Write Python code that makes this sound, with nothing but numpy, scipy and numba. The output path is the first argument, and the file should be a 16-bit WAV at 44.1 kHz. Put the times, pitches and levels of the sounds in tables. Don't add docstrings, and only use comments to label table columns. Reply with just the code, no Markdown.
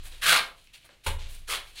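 import sys
import numpy as np
from scipy import signal
from scipy.fft import rfft, irfft
from scipy.io import wavfile
from numba import njit

SR = 44100
rng = np.random.default_rng(int(sys.argv[2]) if len(sys.argv) > 2 else 0)


def bounce(signal):
    frames = np.transpose(np.atleast_2d(signal))
    limited = np.clip(frames, -1, 1)
    pcm = np.round(limited * 32767).astype(np.int16)
    wavfile.write(sys.argv[1], SR, pcm)


N = 79380


def undb(db):
    return 10 ** (np.asarray(db) / 20)


def clock():
    return np.arange(N) / SR


def unit(x):
    return x / np.sqrt(np.mean(x ** 2) + 1e-20)


def through(x, response):
    return signal.fftconvolve(x, response)[:N]


def on_log_axis(hz, points):
    freqs, values = np.array(points, float).T
    return np.interp(np.log(np.maximum(hz, 1)), np.log(freqs), values)


def colour(x, points, size=4096):
    gains = undb(on_log_axis(np.fft.rfftfreq(size, 1 / SR), points))
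    cepstrum = irfft(np.log(gains))
    cepstrum[1:size // 2] *= 2
    cepstrum[size // 2 + 1:] = 0
    response = irfft(np.exp(rfft(cepstrum)))
    return unit(through(x, response))


def fade(t, t60):
    return np.exp(-np.log(1000) * np.maximum(t, 0) / t60)


def envelope(start, attack, hold, release):
    t = clock() - start
    rise = np.sin(np.pi / 2 * np.clip(t / attack, 0, 1)) ** 2
    return rise * 10 ** (-np.maximum(t - attack - hold, 0) / release)


def modes(table, t):
    return sum(undb(db) * np.sin(2 * np.pi * hz * np.maximum(t, 0)) * fade(t, t60)
               for hz, db, t60 in table)


def ring(x, table):
    return through(x, unit(modes(table, clock())) / np.sqrt(N))


def grains(per_s, spread_db):
    hits = rng.random(N) < per_s / SR
    signs = rng.choice([-1, 1], N)
    sizes = undb(spread_db * np.clip(rng.standard_normal(N), -2, 2))
    return unit(hits * signs * sizes)


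def judder(per_s, depth_db):
    wobble = np.interp(clock() * per_s, np.arange(N), rng.uniform(-2, 2, N))
    return unit(undb(depth_db * wobble))


@njit
def resonate(x, hz, width):
    y = np.empty(len(x))
    mid_state, low_state = 0., 0.
    for i in range(len(x)):
        step, damping = np.tan(np.pi * hz[i] / SR), width / hz[i]
        mid = (mid_state + step * (x[i] - low_state)) / (1 + step * (step + damping))
        mid_state = 2 * mid - mid_state
        low_state += 2 * step * mid
        y[i] = damping * mid
    return y


def band(hz, width):
    centre = hz + np.zeros(N)
    once = resonate(rng.standard_normal(N), centre, float(width))
    return unit(resonate(once, centre, float(width)))


def throws():
    # t/s, level/dB
    hits = [(-.27, -0.5), (1.061, -1.5)]
    # f/Hz, level/dB
    slap_colour = [(130, 3), (300, -5), (520, 6), (720, -4.5), (950, 4), (1500, 4), (2200, 1.5),
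                   (3800, 5.5), (5000, -9), (7000, -5.5), (10000, -2.5), (12500, -12.5), (16000, -13)]
    crumb_colour = [(300, -6), (800, -7.5), (1500, -5.5), (2800, 2), (4200, 1), (5100, -8.5), (6500, -7.5),
                    (10000, -15.5), (16000, -29)]
    thud_colour = [(25, 1), (50, -13), (85, 4), (140, -8), (200, -25), (400, -31.5), (2000, -82)]
    # f/Hz, width/Hz, level/dB
    load_tones = [(533, 49, -7.5), (925, 156, -1), (1120, 110, -25), (2190, 440, -6), (2905, 190, -7.5)]
    # f/Hz, level/dB, fade time/s
    boom_tones = [(15.63, -57, 0.43), (20.86, -24.5, 1.56), (39.77, -42.5, 2.24), (55.07, -36.5, 1.57),
                  (65.6, -32, 0.43), (75.2, -24.5, 0.562), (109.3, -41.5, 0.95), (142.6, -33.5, 0.17)]
    boom_rise_s, crumb_delay_s = 0.02, 0.12
    spatter = colour(grains(7000, spread_db=2.5), slap_colour)
    body = sum(undb(db) * band(hz, width) for hz, width, db in load_tones)
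    wet_load = undb(-27) * (spatter + undb(-2.5) * body)
    crumbs = undb(-45.5) * colour(grains(2500, spread_db=3), crumb_colour)
    rumble = undb(-45.5) * colour(rng.standard_normal(N), thud_colour)
    splat = boom = 0
    for start, db in hits:
        t = clock() - start
        slap = wet_load * envelope(start, attack=0.005, hold=0.00645, release=0.057)
        patter = crumbs * envelope(start + crumb_delay_s, attack=0.014, hold=0.02, release=0.25)
        hum = modes(boom_tones, t) * np.clip(t / boom_rise_s, 0, 1)
        thud = rumble * envelope(start, boom_rise_s, hold=0, release=0.46)
        splat += undb(db) * (slap + patter)
        boom += undb(db) * (hum + thud)
    return splat, boom


def air():
    # f/Hz, level/dB
    air_colour = [(20, 13.5), (60, 14), (120, 7.5), (300, -2.5), (1000, -8), (3000, 0.5), (4300, -4),
                  (5200, -9), (10000, -12.5), (16000, -21)]
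    return undb(-64) * colour(rng.standard_normal(N), air_colour)


def rustles():
    # t/s, attack/s, hold/s, release/s, swish/dB, fizz/dB, scuff/dB
    moves = [(0.018, 0.04, 0.016, 0.047, -52.5, -49.5, -55),
             (0.101, 0.027, 0.0056, 0.26, -51.5, -58.5, -58.5), (0.53, 0.066, 0.05, .09, -63, -68, -102),
             (0.726, 0.016, 0.0062, 0.064, -49.5, -56.5, -64), (0.802, .02, .01, 0.08, -63.5, -74, -85),
             (0.839, 0.014, 0.0063, 0.033, -67, -61, -58.5), (0.894, 0.014, .03, 0.055, -63, -89, -63.5),
             (1.029, 0.026, 0.034, .02, -48.5, -53, -61), (1.259, 0.068, 0.022, 0.12, -56.5, -53, -63.5),
             (1.639, 0.019, 0.025, 0.21, -55.5, -61.5, -65.5), (1.734, 0.075, .03, .05, -39, -49.5, -57.5)]
    # f/Hz, level/dB
    swish = [(150, -24), (400, -23.5), (1300, -12.5), (2400, 2.5), (3200, 4), (4300, 2), (5100, -7),
             (9000, -10.5), (16000, -47)]
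    fizz = [(300, -31), (1500, -26), (4000, -5), (6000, -6.5), (10000, 2), (12500, -4.5), (16000, -9)]
    scuff = [(90, -2), (170, -6), (300, -5), (450, -3), (700, -2), (1100, -4.5), (1700, 0), (2600, -5.5),
             (5000, -29), (16000, -50.5)]
    gains = sum(undb(levels)[:, None] * envelope(start, attack, hold, release)
                for start, attack, hold, release, *levels in moves)
    grip = judder(120, depth_db=1.5)
    return grip * sum(gain * colour(grains(7000, spread_db=4), tone)
                      for gain, tone in zip(gains, (swish, fizz, scuff)))


def scoops():
    # t/s, attack/s, hold/s, release/s, edge/dB, hiss/dB, mortar/dB, hollow/dB, ring/dB
    strokes = [(0.209, 0.031, 0.026, 0.023, -25.5, -29.5, -44, -33.5, -36.5),
               (.254, 0.033, 0.027, 0.072, -19, -22.5, -39, -26.5, -29.5),
               (0.312, 0.022, .044, 0.063, -28.5, -29.5, -25, -32, -36.5),
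               (1.468, 0.039, 0.016, 0.031, -31, -32, -44.5, -39, -40),
               (1.509, 0.026, 0.025, 0.058, -36, -36.5, -34.5, -48, -47)]
    # f/Hz, level/dB
    edge_colour = [(90, -30), (155, -15.5), (220, -41), (320, -33), (450, -20), (900, -17), (1200, -2.5),
                   (1550, -6.5), (1900, -2.5), (3100, 0.5), (4200, 1), (5000, -13), (8000, -22.5),
                   (16000, -60)]
    hiss_colour = [(300, -45), (1500, -35), (3500, 5), (4600, 0.5), (5500, 2), (7500, 0.5), (10500, 0.5),
                   (12500, -7), (16000, -10.5)]
    mortar_colour = [(90, -31), (145, -11), (200, -36), (260, -9.5), (330, -14), (430, -5.5), (700, -2.5),
                     (900, -1.5), (1200, -2), (1800, -1), (2600, 0.5), (4200, 0), (6000, -16.5),
                     (16000, -51)]
    # t/s, f/Hz
    hollow_pitch = [(.225, 1694), (.315, 1470), (.361, 1310), (.41, 1170), (1.491, 1446), (1.55, 1065)]
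    # f/Hz, level/dB, fade time/s
    blade_tones = [(675.7, -3.5, 0.31), (1220, -7, 0.12), (1334, -8.5, 0.17), (1494, -7, 0.18),
                   (1486, -6, 0.19), (1602, 3.5, 0.27), (2179, 10.5, 0.21), (2367, -8, 0.137),
                   (2772, -6, 0.2), (3025, 8.5, 0.18), (3370, 7.5, 0.22), (3380, -4, 0.14),
                   (3520, -5, 0.084), (3690, -9, 0.11)]
    release_shares = np.array([1, 0.63, 1, 1, 1])[:, None]
    grip = judder(260, depth_db=1.5)
    gains = sum(undb(levels)[:, None] * envelope(start, attack, hold, release * release_shares)
                for start, attack, hold, release, *levels in strokes)
    edge_gain, hiss_gain, mortar_gain, hollow_gain, ring_gain = grip * gains
    grit = grains(3700, spread_db=0.5)
    edge = edge_gain * colour(grit, edge_colour)
    hiss = hiss_gain * colour(grit, hiss_colour)
    hollow_hz = np.interp(clock(), *np.array(hollow_pitch).T)
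    hollow = hollow_gain * band(hollow_hz, width=380)
    blade = ring(ring_gain * grains(6000, spread_db=1.5), blade_tones)
    mortar = mortar_gain * colour(grains(6000, spread_db=2.5), mortar_colour)
    return edge + hiss + mortar + hollow + blade


def knocks():
    # t/s, level/dB, f/Hz, width/Hz, fade time/s
    taps = [(0.672, -48, 2900, 2010, 0.023), (0.685, -60.5, 2690, 200, 0.14),
            (.891, -49, 1200, 1890, 0.036), (.893, -55, 525, 350, 0.049), (0.924, -59.5, 427, 297, 0.048),
            (1.486, -43.5, 490, 147, 0.11)]
    return sum(undb(db) * band(hz, width) * (clock() >= start) * fade(clock() - start, t60)
               for start, db, hz, width, t60 in taps)


def room(x, bands=9):
    # f/Hz, fade time/s
    fade_times = [(150, .45), (350, 0.51), (1200, 0.3), (3000, 0.28), (6000, 0.25), (14000, 0.33)]
    # f/Hz, level/dB
    echo_colour = [(150, 2), (350, 1), (1200, 0), (3000, 1.5), (5000, -1.5), (9000, -1), (15000, -4)]
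    echo_gain, gap_s = undb(-8.5), 0.0039
    hz = np.fft.rfftfreq(N, 1 / SR)
    noise = rfft(rng.standard_normal(N))
    centres = np.geomspace(60, 15000, bands)
    tail = 0
    for centre, share in zip(centres, np.eye(bands)):
        octave = irfft(noise * on_log_axis(hz, list(zip(centres, share))), N)
        decay = fade(clock(), on_log_axis(centre, fade_times))
        tail += octave * decay * undb(on_log_axis(centre, echo_colour))
    onset = np.clip(clock() / gap_s - 1, 0, 1)
    tail = unit(tail * onset) / np.sqrt(N)
    return (x + echo_gain * through(x, tail)) / np.hypot(1, echo_gain)


def scene():
    splat, boom = throws()
    mono = room(scoops() + splat + rustles() + knocks()) + boom + air()
    return np.array([mono, mono])


def record(dry):
    top_hz = 15750
    return signal.sosfilt(signal.ellip(10, .1, 80, top_hz, fs=SR, output="sos"), dry)


dry = scene()
out = record(dry)
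bounce(out)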